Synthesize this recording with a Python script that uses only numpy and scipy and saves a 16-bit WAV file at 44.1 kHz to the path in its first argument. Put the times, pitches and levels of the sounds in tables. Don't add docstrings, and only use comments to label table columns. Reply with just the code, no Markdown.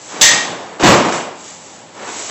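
import sys
import numpy as np
from scipy import signal
from scipy.fft import rfft, irfft
from scipy.io import wavfile
from scipy.ndimage import uniform_filter1d

SR = 44100
rng = np.random.default_rng(int(sys.argv[2]) if len(sys.argv) > 2 else 0)


def undo_db(level):
    steps = np.asarray(level, float) / 20
    return 10 ** steps


def transcribe(u):
    v = np.clip(np.atleast_2d(u).T, -1, 1)
    q = np.round(v * 32767).astype(np.int16)
    wavfile.write(sys.argv[1], SR, q)


N = 101430
TIME_S = np.arange(N) / SR


def coloured(x, spectrum):
    pitch_hz, level_db = np.transpose(spectrum)
    bin_hz = np.arange(N // 2 + 1) * SR / N
    gain = undo_db(np.interp(np.log(bin_hz + 1), np.log(pitch_hz), level_db))
    y = irfft(rfft(x) * gain, N)
    return y / y.std()


def grains(per_s, spread_db):
    sizes = undo_db(spread_db * np.minimum(rng.exponential(1, N), 4)) * rng.standard_normal(N)
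    present = rng.random(N) < per_s / SR
    return sizes * present + 0.25 * rng.standard_normal(N)


def push(start_s, rise_s, hold_s, fall_s):
    since = TIME_S - start_s
    rise = np.clip(since / max(rise_s, 1e-4), 0, 1) ** 2
    return rise * np.exp(-np.maximum(since - rise_s - max(hold_s, 0), 0) / fall_s)


def ring(clicks, pitch_hz, t60_s):
    r = undo_db(-60 / (t60_s * SR))
    w = 2 * np.pi * pitch_hz / SR
    return signal.lfilter([0, np.sin(w)], [1, -2 * r * np.cos(w), r * r], clicks + 1e-18)


# pitch_hz, level_db
HUM_SPECTRUM = [(15, -65), (25, -5), (313, -10), (466, -11.5), (533, -7), (680, -11), (830, -7),
                (1350, -16.5), (5000, -25.5), (6500, -40), (11000, -120)]


def hum():
    return undo_db(-41) * coloured(rng.standard_normal(N), HUM_SPECTRUM)


# pitch_hz, t60_s
HALL_T60 = [(100, 0.56), (300, 0.78), (1000, 0.7), (3000, 0.67), (7000, 0.48)]


def hall(x):
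    level_db, onset_s = -2.5, 0.0031
    paths, swap_s = 5, .006
    t = np.arange(SR) / SR
    edges_hz = 42 * 2 ** np.arange(0, 8.1, .5)
    pitch_hz, t60_s = np.transpose(HALL_T60)
    white = rng.standard_normal((2, paths, SR))
    tails = 0
    for k, (low, high) in enumerate(zip(edges_hz, edges_hz[1:])):
        sos = signal.butter(2, [low, high], "band", fs=SR, output="sos")
        band = signal.sosfilt(sos, white[k % 2])
        life_s = np.interp(np.log(low * high) / 2, np.log(pitch_hz), t60_s)
        tails = tails + band * undo_db(-60 * t / life_s) / np.sqrt(life_s)
    tails = tails * (1 - np.exp(-t / onset_s))
    turn = TIME_S / swap_s - np.arange(paths)[:, None]
    share = np.cos(np.pi / 2 * np.clip(np.abs((turn + 1) % paths - 1), 0, 1))
    wet = signal.fftconvolve(x * share, tails, axes=1)[:, :N].sum(axis=0)
    return undo_db(level_db) * wet / np.sqrt(.5 * np.sum(tails[0] ** 2))


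# start_s, level_db
RUB_EFFORT = [(0, -34), (.12, -34), (.2, -37), (.5, -42.5), (1.05, -46), (1.15, -21), (1.2, -76.5),
              (1.38, -37.5), (1.46, -32), (1.6, -40.5), (1.72, -39.5), (1.77, -40.5), (1.86, -47),
              (2.0, -41), (2.14, -25.5), (2.22, -25.5), (2.3, -31)]
# pitch_hz, level_db
CANVAS_SPECTRUM = [(200, -41), (450, -18), (1000, -15), (1500, -12.5), (3000, -10), (5000, -10.5),
                   (7700, -2), (10000, -16.5)]


def rustle():
    start_s, level_db = np.transpose(RUB_EFFORT)
    effort = undo_db(np.interp(TIME_S, start_s, level_db))
    return effort * coloured(grains(per_s=4500, spread_db=3.5), CANVAS_SPECTRUM)


STEEL_HZ = [1846.5, 1886.5, 1987, 2062, 2355, 2702, 3138, 3805, 4635, 4915, 5378, 6128, 6170, 6349]
# level_db, t60_s
STEEL_MODES = [(-4.5, 0.98), (-0.5, 1.1), (-3, 0.52), (-2, 0.42), (-6, 0.74), (-6.5, 0.76), (-10, .7),
               (-12.5, 0.71), (-17, 0.43), (-2, 0.19), (-6, 0.59), (-10, 0.31), (-13, 0.44), (-15.5, .6)]


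def bar():
    strike_s, strike_db, swell_s = .2138, -11, .025
    grip_s, grip_fall_s = 0.43, 0.0093
    click = np.zeros(N)
    click[int(strike_s * SR)] = undo_db(strike_db)
    out = np.zeros(N)
    for k, (pitch_hz, (level_db, t60_s)) in enumerate(zip(STEEL_HZ, STEEL_MODES)):
        sign = (-1) ** (k // 2)
        out += sign * undo_db(level_db) * ring(click, pitch_hz, t60_s)
    return out * np.sqrt(push(strike_s, swell_s, grip_s - strike_s - swell_s, grip_fall_s))


# start_s, level_db
KNOCKS = [
    (.2115, 2),
    (.2138, 5.5),
    (.221, -2),
    (.232, -18),
    (.251, -5.5),
    (.285, -20.5),
]
# pitch_hz, level_db
CRASH_SPECTRUM = [(120, -33), (200, -24.5), (533, -20), (924, -19), (1180, -21), (1870, -11), (2500, -13.5),
                  (6260, -10), (7760, -9.5), (10100, -21.5), (17100, -120)]


def crash():
    jolts = sum(undo_db(level_db - 2.5) * push(start_s, 0.00035, 0, .012) for start_s, level_db in KNOCKS)
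    return jolts * coloured(rng.standard_normal(N), CRASH_SPECTRUM)


# start_s, level_db, rise_s, hold_s, slap_share_db
THUDS = [(0, -27.5, 0.18, .03, -5), (0.298, -18.5, .015, 0.018, -1.5), (0.426, -25, .01, 0.015, -6),
         (0.472, -28, .02, 0.064, -27), (0.599, -31.5, .01, 0.023, -8.5), (0.679, -32, .02, 0.041, -39),
         (0.7955, -15.5, 0.00092, 0.011, -3), (0.8297, -11, 0.0035, 0.024, 2),
         (0.861, -8, .02, 0.041, -11.5), (1.026, -19.5, .01, 0.048, -10.5),
         (1.088, -21.5, 0.043, .02, -8.5), (1.189, -35, .01, 0.03, -17), (1.464, -46.5, 0.012, 0.049, -28),
         (1.706, -43, .02, 0.049, -30), (1.893, -30.5, 0.092, .01, -8.5), (2.004, -31, .01, 0.018, -7.5),
         (2.066, -32, 0.0025, 0.011, 2.5), (2.131, -36.5, .02, .04, -9), (2.193, -34.5, .004, .02, -28),
         (2.28, -36, .01, .02, 6)]
# pitch_hz, level_db
BODY_SPECTRUM = [(60, -60.5), (120, -33), (190, -17.5), (280, -3.5), (650, -1), (1400, -10.5), (2500, -18),
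                 (5000, -33)]
# pitch_hz, level_db
SLAP_SPECTRUM = [(290, -1), (500, -13), (682, -3), (1050, 1.5), (1790, -3.5), (4630, -6.5), (7760, -6.5),
                 (10100, -33.5), (17100, -120)]


def thuds():
    fall_s, bursts_per_s, burst_db = 0.028, 98, 3
    weight, slap = np.zeros(N), np.zeros(N)
    for start_s, level_db, rise_s, hold_s, share_db in THUDS:
        force = undo_db(level_db) * push(start_s, rise_s, hold_s, fall_s)
        weight += force
        slap += undo_db(share_db) * force
    sand = grains(per_s=1500, spread_db=3)
    bursts = uniform_filter1d(rng.standard_normal(N), size=int(SR / bursts_per_s / 2))
    bursts = undo_db(burst_db * bursts / bursts.std())
    return weight * coloured(sand, BODY_SPECTRUM) + slap * bursts * coloured(sand, SLAP_SPECTRUM)


# pitch_hz, level_db
BOOM_SPECTRUM = [(40, -47), (70, -24), (110, -4), (160, 2), (230, 0.5), (330, -1.5), (500, -24), (900, -50)]


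def boom():
    load = push(start_s=.828, rise_s=0.0024, hold_s=0.02, fall_s=.03)
    return undo_db(-10) * load * coloured(rng.standard_normal(N), BOOM_SPECTRUM)


# start_s, level_db, contact_s
BLOWS = [
    (0.2147, -31.5, 0.00087),
    (0.496, -24, 0.00099),
    (.8274, 2, 0.00011),
    (0.8385, -1, 0.00023),
    (.853, 1, 0.000057),
    (0.867, -8, 0.00057),
    (.879, -18, .0002),
    (0.9, -3.5, 0.0006),
]
# pitch_hz, level_db, t60_s
SLAB_MODES = [(104, 4.5, 0.12), (162, -2, 0.24), (226, -13, 0.096), (299, 0, 0.18), (380.4, -12, 0.16),
              (517, -23, 0.063), (677, -15, 0.087)]


def slab():
    snap_db, modes_db = 7, -16
    snaps, clicks = np.zeros(N), np.zeros(N)
    for k, (start_s, level_db, contact_s) in enumerate(BLOWS):
        sign = (-1) ** k
        snaps += sign * undo_db(level_db) * np.exp(-((TIME_S - start_s) / contact_s) ** 2)
        clicks[int(start_s * SR)] = undo_db(level_db + modes_db)
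    modes = sum(undo_db(level_db) * ring(clicks, pitch_hz, t60_s) for pitch_hz, level_db, t60_s in SLAB_MODES)
    return undo_db(snap_db) * snaps + modes


def scene():
    near = rustle() + thuds() + boom() + crash() + slab()
    steel = bar()
    steel_send_db = -12
    wet = hall(near + undo_db(steel_send_db) * steel)
    mono = .5 * (near + wet) + steel + hum()
    return np.stack([mono, mono])


def roll_off(x):
    return signal.sosfilt(signal.butter(12, 15800, fs=SR, output="sos"), x)


def record(dry):
    drive_db, low_hz, top_hz = 1.02, 115.6, 7900
    mic_ceiling, ceiling = 0.98, .96
    fizz_db, smear_s, fizz_from = -18, .03, .012
    low_cut = signal.butter(3, low_hz, "high", fs=SR, output="sos")
    thin = signal.sosfilt(low_cut, undo_db(drive_db) * dry)
    thin = np.clip(thin, -mic_ceiling, mic_ceiling)
    narrow = signal.sosfilt(signal.ellip(12, .3, 90, top_hz, fs=SR, output="sos"), thin)
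    flat = np.clip(narrow, -ceiling, ceiling)
    excess = np.sqrt(np.abs(uniform_filter1d((narrow - flat) ** 2, size=int(smear_s * SR))))
    fizz_level = uniform_filter1d(np.maximum(excess - fizz_from, 0), size=300)
    fizz_band = signal.ellip(8, .3, 70, top_hz, "high", fs=SR, output="sos")
    fizz = signal.sosfilt(fizz_band, rng.standard_normal(N))
    flat = flat + undo_db(fizz_db) * fizz_level * fizz
    final = signal.sosfilt(signal.ellip(8, .2, 35, 15800, fs=SR, output="sos"), flat)
    return roll_off(final)


dry = scene()
out = record(dry)
transcribe(out)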